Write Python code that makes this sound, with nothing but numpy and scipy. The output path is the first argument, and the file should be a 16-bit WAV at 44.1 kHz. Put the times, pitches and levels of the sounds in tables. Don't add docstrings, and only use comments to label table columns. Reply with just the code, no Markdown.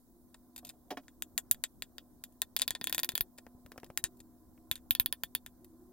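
import sys
import numpy as np
from scipy import signal
from scipy.fft import rfft, irfft
from scipy.io import wavfile
from scipy.ndimage import uniform_filter1d

SR = 44100
rng = np.random.default_rng(int(sys.argv[2]) if len(sys.argv) > 2 else 0)


def master(y):
    cut = np.clip(np.atleast_2d(y).T, -1, 1)
    pcm = np.round(cut * 32767)
    wavfile.write(sys.argv[1], SR, pcm.astype(np.int16))


def gain_from_decibels(decibels):
    exponent = np.asarray(decibels, float) / 20
    return 10 ** exponent


N = 261072

# start_s, level_db, edge_db (spoon sharpness), weight_db (of the blow),
# extra_db (upper ring)
RIM_TAPS = [
    (1.0816, -65, 21, 5.5, 5.5),
    (1.2224, -44.5, 34, -5, 1),
    (1.3782, -38, 33.5, -3.5, 3),
    (1.5121, -41, 45.5, -6, 1.5),
    (1.5453, -62, 33, -0.5, 0.5),
    (1.6384, -39, 29.5, -4, 4.5),
    (1.8222, -42.5, 26.5, -5.5, -1.5),
    (1.9821, -49.5, 23.5, -5, -7),
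    (2.2386, -53.5, 35, -3, 0.5),
]
WALL_TAPS = [(2.4183, -38, 25, -8, 3.5), (2.6095, -57, 16, -4.5, 2), (2.835, -74, 35, -8, -2.5),
             (2.937, -56.5, 10, -4, -6), (2.5649, -36, 25.7, -9.5, -0.5), (2.5902, -54.5, 3.2, -8, 15),
             (2.5962, -46, 13, -10, 6), (2.6184, -31.5, 17, -13, 2), (2.6787, -36, 21.4, -10.5, -4.5),
             (2.7507, -42.5, 5.8, -5, -1.5), (2.8128, -44.5, 14, -3, -10), (2.8963, -51, 30, -0.5, 3.5),
             (2.9263, -37.5, 24.2, -8, -3.8), (2.9469, -42.5, 26, -4.5, 10),
             (2.9804, -37.5, 24, -6.5, -3.5), (2.9921, -41.5, 11, -5, 4.5), (2.9986, -48.5, 31, -8.5, 5),
             (3.0324, -37, 24.3, -7.5, -7), (3.0457, -44.5, 29, -7, 2.5), (3.0907, -38, 20.3, -7, -0.5),
             (3.1194, -59.5, 26, 0, 6), (3.2085, -40, 34, -5.5, -10.5)]
LIP_TAPS = [
    (3.9749, -41, 28.4, -0.69, -4),
    (4.0406, -41.5, 27, -1.8, 0),
]
BASE_TAPS = [
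    (4.7133, -35, 23.5, -10, -0.5),
    (4.7556, -51.5, 21, -11, 11),
    (4.7778, -72, 27, -1, 4),
    (4.9081, -33.5, 30, -11.5, -7),
    (4.9985, -34, 32.24, -9, -6.5),
    (5.4627, -55.5, 26, -0.5, 8.5),
]
FLAT_TAPS = [
    (2.7066, -40, 23, -5, 9),
    (2.8417, -45, 26.8, -6, 9.5),
    (2.8714, -37, 22, -7.5, -3),
    (3.1531, -38.5, 29.3, -9.5, -5),
    (3.178, -43, 28, -4.5, 4.5),
    (4.9507, -39, 26, -10.5, -6.5),
    (5.0601, -39, 31, -9.5, -15),
    (5.1258, -39.5, 28.5, -8, -3.5),
    (5.2354, -41.5, 27.7, -2, 0.5),
    (5.3505, -39, 30.5, -5.5, -1.5),
]
SMEARS = [(0.343, -62, 20, -1, .1), (2.322, -88.5, 42, -26, 9.5), (0.561, -56.5, 33, -9.5, .1),
          (0.5781, -59, 36, -8, .1), (0.5864, -63, 36, -10, .1), (0.6487, -57.5, 33, -14, .1),
          (0.659, -71, 33, -11, .1), (0.6684, -65, 37, -9, .1), (0.678, -67, 30, -13, .1),
          (0.591, -68, 33, -4, .1), (0.703, -68, 32, -5, .1), (0.6905, -55.5, 30, -25, .1),
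          (0.6964, -56, 4.6, -8, .1), (3.3771, -70.5, 35, -2, .1), (3.3831, -59, 25, 0.5, 0.15),
          (3.8622, -76, 24, 3, 3.1), (4.1695, -88, 45, -12.5, 9.2), (4.1918, -84, 44, -13, 0.089),
          (4.2018, -65, 29.4, -5, 3), (5.6446, -72, 40.5, -4.5, 0.12)]
# start_s, thump_db, metal_db (ring relative to thump),
# splash_db (wet splash relative to ring)
KNOCKS = [(0.628, -48.5, -39, -4), (0.645, -49.5, -30, 9), (0.735, -55.5, -38, 2), (0.805, -81, -25, -4),
          (0.835, -77, -24, 3), (0.88, -57, -37, -3), (0.904, -34, -16.5, 2), (0.9105, -28.5, -22.5, -3),
          (0.917, -31.5, -36, -8), (0.923, -40, -20, -7), (0.97, -33, -13, -8), (1.032, -77, -7, -2)]
PLOPS = [(3.466, -45, -15.5, -13.5), (3.662, -52, -11.5, -4.5), (3.7185, -46, -9, -6.5),
         (3.742, -56, -37, -2), (3.7784, -41.5, -12, -8.5), (3.8, -75, 3, 1), (3.8321, -40.5, -17, -16),
         (3.844, -56, -16, 9.5), (3.76, -47.5, -36, -6), (3.9017, -41.5, -17.5, -13.5),
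         (4.577, -58.5, -16, -11)]
# start_s, level_db, length_s, left_right_db
PUFFS = [(1.512, -45, 0.0067, 21), (2.678, -33.5, 0.0014, -4.5), (2.707, -45.5, 0.011, 19),
         (2.814, -26.5, 0.0016, 2), (2.946, -38, 0.0015, 7), (2.979, -33, 0.0019, 2),
         (3.031, -44, 0.0052, 10), (3.09, -37.5, 0.0023, 4), (3.137, -41, 0.0031, 4),
         (3.207, -39.5, 0.013, 21), (4.038, -33.5, 0.0059, 34.5), (4.713, -35, 0.0052, 28),
         (4.908, -35, 0.0068, 28), (4.999, -35, 0.009, 39.5), (5.132, -53, 0.0054, 45),
         (5.237, -51, 0.009, 12.5), (5.357, -45, 0.0043, 17), (5.479, -50.5, 0.0057, 6),
         (3.548, -46.5, 0.0048, 4.5), (3.651, -49.5, 0.0068, 2), (3.7784, -50, 0.0075, 3),
         (3.831, -48, 0.0044, 1), (3.9004, -38, 0.003, 4)]

# pitch_hz, level_db, t60_s
RIM_MODES = [(1768, -8.5, .035), (1882, -9, 0.044), (3200, -13, 0.026), (3400, -10.5, 0.08),
             (3690, -2, 0.049), (4810, -6.5, 0.032), (5640, -10, 0.032), (7280, -3.5, 0.053),
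             (7900, -2, .04), (9500, -10, .035), (11220, -8.5, 0.016), (13860, -1, .045), (14400, -6, .03),
             (14700, -7, .03)]
WALL_MODES = [(1836, -10.5, 0.051), (2500, -11, 0.02), (2930, -12.5, .035), (3130, -10.5, 0.029),
              (3430, -4, .045), (3575, -4, 0.064), (3780, -3.5, .04), (4250, -11, 0.062),
              (4700, -4.5, 0.035), (7300, -11.5, .025), (11050, -5, .03), (12470, -8, .03),
              (13550, -1.5, 0.052), (15390, -4, .03)]
LIP_MODES = [(1820, -4.5, 0.063), (3120, -8.5, .04), (3830, -6.5, 0.15), (4740, -12.5, 0.057),
             (6500, -12.5, .04), (8300, -12.5, .04), (9200, -14, 0.037), (10950, -14, .03),
             (12170, -8, .03), (13500, -2, .04), (14000, 3.5, .03)]
BASE_MODES = [(1790, -14, .045), (2510, -19, .04), (3120, -14, .045), (3460, -7, .05), (3600, -10, .05),
              (3760, -12, .045), (4770, -16, .04), (7000, -20, .04), (11000, -15, .05), (12080, -16, .03),
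              (12700, -17, .04), (13500, -14, .035), (14150, 2, .09), (14480, -7, .07)]
FLAT_MODES = [(1797, -8.5, 0.054), (2480, -18, 0.032), (3110, -4.5, 0.027), (3350, -2, 0.059),
              (3590, -9, 0.099), (4400, -14.5, 0.12), (4770, -6.5, .04), (7660, -11, 0.072),
              (10900, -8.5, 0.016), (11540, 0, 0.015), (11830, -1.5, .02), (13300, -6, .025),
              (15400, -3, .05), (15700, -9.5, .03)]
SMEAR_MODES = [(1850, -12, .03), (2600, -12, .03), (3700, -6, .035), (4300, -6, .03), (5000, -6, .03),
               (7500, -12, .03), (9200, -10, .03), (12000, -6, .03), (13300, -2, .035), (14000, 0, .04)]
PAN_MODES = [(268, -0.5, 0.14), (388, -10, 0.078), (609, -9, 0.14), (715, 1.5, 0.07), (844, -6.5, 0.046),
             (1087, -5, 0.028), (1395, -12, 0.031), (1744, -9, 0.034), (1847, -8, 0.029),
             (2290, -12.5, 0.04), (2520, -20, 0.09), (3010, -22.5, 0.089), (3305, -11, 0.06),
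             (3920, -15, 0.04)]
# pitch_hz, level_db, t60_s
CAVITY_MODES = [(722, -20, .05), (1030, -14, .05)]
# pitch_hz, width_hz, share_removed
HOLLOWS = [(1225, 190, 0.59), (2225, 250, 0.4), (2900, 170, .5), (4430, 180, 0.39), (5580, 170, 0.27)]
# low_hz, high_hz
GLASS_BANDS = [(380, 1120), (1380, 2300), (2400, 5100), (6500, 9500), (10200, 15800)]
PAN_BANDS = [(235, 1200), (1200, 2650), (2800, 5500), (5500, 16300)]
GLASS_LEAN = [-0.5, -1.5, -1, 3, -1.5]
# bass_lag_s, treble_lag_s (added), reached_hz
PORT_LAG = (45e-6, 54e-6, 14300)

# time_s, level_db
FRIDGE = [
    (0.0, -71.5),
    (0.64, -62.5),
    (0.9, -68.5),
    (1.35, -64),
    (1.8, -69),
    (2.0, -65.5),
    (3.28, -65.5),
    (3.58, -61.5),
    (3.96, -65),
    (5.92, -64.5),
]
# start_s, length_s, first_hz, last_hz, level_db
WHINE = [
    (0.081, 0.74, 350, 317, -72),
    (1.047, 0.34, 318, 310, -71),
    (1.798, 0.55, 316, 305.4, -74),
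    (2.783, 0.32, 297, 351, -62),
    (3.06, 0.26, 372, 344, -68.5),
    (3.709, 0.52, 332, 382, -68.5),
    (3.849, 1.4, 323, 314, -67.5),
    (5.239, 0.16, 362, 351, -71.5),
    (5.588, 0.37, 352, 360, -64.5),
    (5.575, 0.29, 312, 331, -64),
]
# pitch_hz, level_db (per Hz)
ROOM_SPECTRUM = [(15, -34.5), (25, -1), (162, -13.5), (243, -9.5), (294, -8.5), (346, -12), (407, -20.5),
                 (739, -21.5), (823, -25.5), (1490, -35), (2120, -48.5), (2640, -56), (3750, -43),
                 (14900, -35), (16200, -35)]
# pitch_hz, likeness (clipped to 0 to 1 when read)
ROOM_LIKENESS = [(60, 0.3), (150, 0.62), (380, 0.7), (950, 0.5), (2380, 0.9), (5980, -5.5), (15000, 1)]
# pitch_hz, lean_db
ROOM_LEAN = [(60, 0.5), (240, 3), (950, 0), (3770, 3.5), (15000, -8.5)]

CHOKE_HZ = 9500


def evened(x):
    return x / np.sqrt(np.mean(x ** 2) + 1e-20)


def read(points, hz):
    f, value = np.transpose(points)
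    return np.interp(np.log(hz + 1), np.log(f + 1), value)


def add(mix, s, sound):
    part = mix[:, round(s * SR):][:, :sound.shape[1]]
    part += sound[:, :part.shape[1]]


def panned(x, left_right_db):
    return x * gain_from_decibels([[left_right_db / 2], [-left_right_db / 2]])


def vibrations(modes, t):
    hz, db, t60 = np.transpose(modes * 3)[:, :, None]
    shade, phase, detune = rng.standard_normal((3, len(hz), 1))
    high = hz > 5300
    loose = np.where(hz < 5300, 0.55, 1)
    shade, phase = shade * loose, phase * loose
    partner = np.arange(len(hz))[:, None] >= len(modes)
    detune = detune * loose * (partner + loose / 4 + 5 * high * (hz < CHOKE_HZ))
    level_db = db - 4 * partner + 2.5 * shade
    waves = gain_from_decibels(level_db) * np.sin(2 * np.pi * hz * (1 + 0.007 * detune) * t + 0.6 * phase)
    flutter = uniform_filter1d(rng.standard_normal((3, 1, len(t))), size=90)
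    wobble = 1 + 4.0 * flutter * np.clip(t / 0.003, 0, 1)
    waves = (waves.reshape(3, -1, len(t)) * wobble).reshape(waves.shape)
    middle = (hz > 2300) * (hz < CHOKE_HZ)
    waves = waves * gain_from_decibels(-4.5 * middle * np.clip(t / 0.0029, 0, 1))
    facing_db = 2 * (shade[::-1] * (hz > 5120)).T
    return waves, hz, t60, facing_db


def ports(x):
    hz = np.fft.rfftfreq(x.shape[1], 1 / SR)
    bass_lag_s, treble_lag_s, reached_hz = PORT_LAG
    lag = bass_lag_s + treble_lag_s * (hz / reached_hz) ** 3
    late_right = irfft(rfft(x[1]) * np.exp(-2j * np.pi * hz * lag), x.shape[1])
    return np.array([x[0], late_right])


def contact(modes, tick_s, ring_db, scatter_db, scatter_t60, rise_s, apart, colour):
    t = np.arange(2400) / SR
    hard = rise_s < 0.0002
    rise = np.clip(t / rise_s, 0, 1)
    waves, hz, t60, facing_db = vibrations(modes, t)
    choke_db = 9.5 * (hz > CHOKE_HZ) * np.clip(t / 0.016, 0, 1)
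    ring = gain_from_decibels(np.vstack([facing_db, -facing_db]) / 2) @ (waves * gain_from_decibels(-60 * t / t60 - choke_db))
    swing = np.sin(2 * np.pi * 3710 * t) * np.exp(-t / 0.0003)
    ring = ring - 0.77 * np.max(abs(ring)) * swing * hard
    brief = (waves[:, :300] * gain_from_decibels(-60 * t[:300] / 0.005)).sum(0)
    brief = brief / np.linalg.norm(brief)

    shared, left, right = rng.standard_normal((3, len(t)))
    noise = shared + apart * np.gradient([left, right], axis=1)
    click = 2.53 * (t == 3 / SR) * hard
    tick = noise * np.exp(-t / tick_s) + click
    scatter = noise * gain_from_decibels(scatter_db - 60 * t / scatter_t60) * np.clip(t / 0.0035, 0, 1)
    rub = (tick + scatter) * rise
    rub = rub + colour * signal.fftconvolve(rub, brief[None], axes=1)[:, :len(t)]
    rub = rub + 0.87 * shared * np.exp(-t / 0.00005) * hard

    punch = 1 + 1.6 * np.exp(-(t / 0.0006) ** 2) * hard
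    gate = np.clip((0.052 - t) / 0.022, 0, 1) * punch
    return ports((rub + gain_from_decibels(ring_db) * ring / np.max(abs(ring)) * rise) * gate)


def hollowed(x):
    for hz, width_hz, share in HOLLOWS:
        x = x - np.clip(share, 0, 1) * signal.lfilter(*signal.iirpeak(hz, hz / width_hz, SR), x)
    return x


def banded(raw, bands_hz, levels_db, leans_db):
    out = np.zeros_like(raw)
    for band_hz, db, lean_db in zip(bands_hz, levels_db, leans_db):
        band = signal.butter(N=3, Wn=band_hz, btype="band", fs=SR, output="sos")
        part = signal.sosfilt(band, raw)
        early_rms = np.sqrt(np.mean(part.mean(0)[:600] ** 2))
        out += gain_from_decibels(db) * panned(part, lean_db) / early_rms
    return out


def glass(rows, modes, bass_db, crest_db, upper_db, upper_share, pan_db, **blow):
    out = np.zeros((2, N))
    for s, db, edge_db, weight_db, extra_db in rows:
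        upper = upper_db + extra_db + upper_share * (edge_db - 24)
        levels_db = db + np.array([weight_db + bass_db, weight_db, 0, upper, edge_db - crest_db])
        add(out, s, banded(hollowed(contact(modes, **blow)), GLASS_BANDS, levels_db, GLASS_LEAN))
    return panned(out, pan_db)


def pan(rows, crest_db, fizz_db, pan_db, **blow):
    out = np.zeros((2, N))
    for s, db, metal_db, splash_db in rows:
        wet_db = metal_db + splash_db
        levels_db = db + np.array([-crest_db, metal_db, wet_db, wet_db + fizz_db])
        add(out, s, banded(contact(PAN_MODES, **blow), PAN_BANDS, levels_db, np.zeros(4)))
    return panned(out, pan_db)


def puffs():
    out = np.zeros((2, N))
    for s, db, length, left_right_db in PUFFS:
        t = np.arange(3000) / SR
        u = t / length
        push = uniform_filter1d(-np.sin(5.5 * u ** 0.54) * np.exp(-1.2 * u), size=60)
        push = push * np.clip(t / 0.0017, 0, 1) ** 2
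        add(out, s, gain_from_decibels(db + 7.0) * push * gain_from_decibels([[0], [-left_right_db]]))
    return out


def resonate(x, hz, width_hz):
    turn = np.exp(2j * np.pi * np.cumsum(hz * np.ones(x.shape[-1])) / SR)
    r = np.exp(-np.pi * width_hz / SR)
    return 2 * (turn * signal.lfilter([1 - r], [1, -r], x / turn)).real


def fridge():
    hum_hz, overtone_hz, duct_hz = 246.5, 708, 1023
    t = np.arange(N) / SR
    fuzz = rng.standard_normal((3, N))
    hum_fuzz = evened(resonate(resonate(fuzz[0], hum_hz, 8.3), hum_hz, 25))
    hum = np.sin(2 * np.pi * hum_hz * t) + 0.13 * hum_fuzz
    overtone = evened(resonate(resonate(fuzz[1], overtone_hz, 11), overtone_hz, 45))
    duct = evened(resonate(resonate(fuzz[2], duct_hz, 70), duct_hz, 97))
    hum_db = np.interp(t, *np.transpose(FRIDGE))
    return gain_from_decibels(hum_db) * (evened(hum) + gain_from_decibels(-17) * overtone + gain_from_decibels(-18) * duct)


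def whine():
    out = np.zeros((1, N))
    fuzz = rng.standard_normal((len(WHINE), 2 * SR))
    for (s, length, first_hz, last_hz, db), noise in zip(WHINE, fuzz):
        t = np.arange(0, length, 1 / SR)
        hz = first_hz + (last_hz - first_hz) * t / length
        edge = evened(resonate(resonate(noise[:len(t)], hz, 29), hz, 26))
        tone = np.sin(2 * np.pi * np.cumsum(hz) / SR) + 0.58 * edge
        fade = np.clip(np.minimum(t, length - t) / 0.03, 0, 1)
        add(out, s, gain_from_decibels(db) * (tone * fade)[None])
    return out


def room(clatter):
    frames = N // 256 + 5
    hz = np.fft.rfftfreq(1024, 1 / SR)
    a, b, c, d, patches = rng.standard_normal((frames, 513, 5)).T
    patches = evened(uniform_filter1d(uniform_filter1d(patches, 10, 0), 6, 1))
    t = (np.arange(frames) - 2) * 256 / SR
    bin_hz = hz[:, None]

    power = uniform_filter1d((clatter ** 2).mean(0), round(0.16 * SR))
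    over_db = np.maximum(10 * np.log10(abs(power) + 1e-12) + 39.5, 0)
    busy_db = np.interp(t, np.arange(N) / SR, over_db)
    air_db = 4.5 - 4 * np.exp(-t / 0.3) + 0.28 * busy_db
    hiss_db = 6 - 0.034 * busy_db
    rumble_db = 0.19 * busy_db * (bin_hz < 262.9)
    is_hiss = np.clip((bin_hz - 1500) / 1500, 0, 1)
    level_db = (1 - is_hiss) * air_db + is_hiss * hiss_db + rumble_db

    same = np.clip(read(ROOM_LIKENESS, hz), 0, 1)[:, None]
    left = a + 1j * b
    z = np.array([left, same * left + np.sqrt(1 - same ** 2) * (c + 1j * d)])
    lean_db = read(ROOM_LEAN, hz)[:, None] * np.array([0.5, -0.5])[:, None, None]
    shape = gain_from_decibels(read(ROOM_SPECTRUM, hz)[:, None] + 1.6 * patches + lean_db) * (bin_hz < 16000)
    noise = signal.istft(z * shape * gain_from_decibels(level_db), nperseg=1024, noverlap=768)[1][:, :N]
    return gain_from_decibels(-63) * noise / np.sqrt(np.sum(shape ** 2) / frames)


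def scene():
    rim = glass(RIM_TAPS, RIM_MODES + CAVITY_MODES, bass_db=-11.0, crest_db=33.0, upper_db=-10.0,
                upper_share=0.54, pan_db=1.5, tick_s=0.0003, ring_db=6.5, scatter_db=-11.5,
                scatter_t60=0.06, rise_s=0.00004, apart=0.99, colour=0.7)
    wall = glass(WALL_TAPS, WALL_MODES + CAVITY_MODES, bass_db=-6.0, crest_db=23.5, upper_db=-9.5,
                 upper_share=0.1, pan_db=2.4, tick_s=0.00038, ring_db=3.5, scatter_db=-11.0,
                 scatter_t60=0.056, rise_s=0.00004, apart=0.65, colour=0.063)
    lip = glass(LIP_TAPS, LIP_MODES + CAVITY_MODES, bass_db=-13.0, crest_db=26.1, upper_db=0.32,
                upper_share=0.059, pan_db=1.5, tick_s=0.00014, ring_db=-5.5, scatter_db=-14.5,
                scatter_t60=0.075, rise_s=0.00004, apart=0.63, colour=0.14)
    base = glass(BASE_TAPS, BASE_MODES + CAVITY_MODES, bass_db=-10.0, crest_db=25.7, upper_db=-13.5,
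                 upper_share=0.2, pan_db=1.3, tick_s=0.00011, ring_db=4.0, scatter_db=-13.5,
                 scatter_t60=0.066, rise_s=0.00004, apart=1.0, colour=0.71)
    flat = glass(FLAT_TAPS, FLAT_MODES + CAVITY_MODES, bass_db=-7.5, crest_db=25.0, upper_db=-9.5,
                 upper_share=0.19, pan_db=1.5, tick_s=0.0004, ring_db=5.0, scatter_db=-14.0,
                 scatter_t60=0.064, rise_s=0.00004, apart=1.0, colour=0.37)
    smears = glass(SMEARS, SMEAR_MODES, bass_db=-2.5, crest_db=31.4, upper_db=-3.0,
                   upper_share=0.11, pan_db=0.97, tick_s=0.0031, ring_db=17.5, scatter_db=-6.0,
                   scatter_t60=0.05, rise_s=0.00068, apart=0.91, colour=0.59)
    knocks = pan(KNOCKS, crest_db=10.6, fizz_db=-8, pan_db=-1.1, tick_s=0.0024, ring_db=21.0,
                 scatter_db=7.0, scatter_t60=0.072, rise_s=0.0022, apart=1.0, colour=1.0)
    plops = pan(PLOPS, crest_db=9.9, fizz_db=-0.26, pan_db=2.1, tick_s=0.0031, ring_db=-7.0,
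                scatter_db=-12.0, scatter_t60=0.069, rise_s=0.000064, apart=1.0, colour=0.77)
    clatter = rim + wall + lip + base + flat + smears + knocks + plops
    return clatter + puffs() + room(clatter) + fridge() + whine()


def roll_off(x):
    return signal.sosfilt(signal.butter(12, 17160, fs=SR, output="sos"), x)


def record(dry):
    level_db = 10 * np.log10(abs(uniform_filter1d((dry ** 2).mean(0), size=200)) + 1e-12)
    late_db = uniform_filter1d(level_db, size=1800, origin=850)
    duck_db = np.clip(0.22 * (late_db - level_db - 11.5), 0, 20)
    dull = signal.sosfilt(signal.butter(N=2, Wn=1400, fs=SR, output="sos"), dry)
    gated = dull + (dry - dull) * gain_from_decibels(-duck_db)
    ceiling = 0.95
    limited = ceiling * np.tanh(gated / ceiling)
    return roll_off(limited)


dry = scene()
out = record(dry)
master(out)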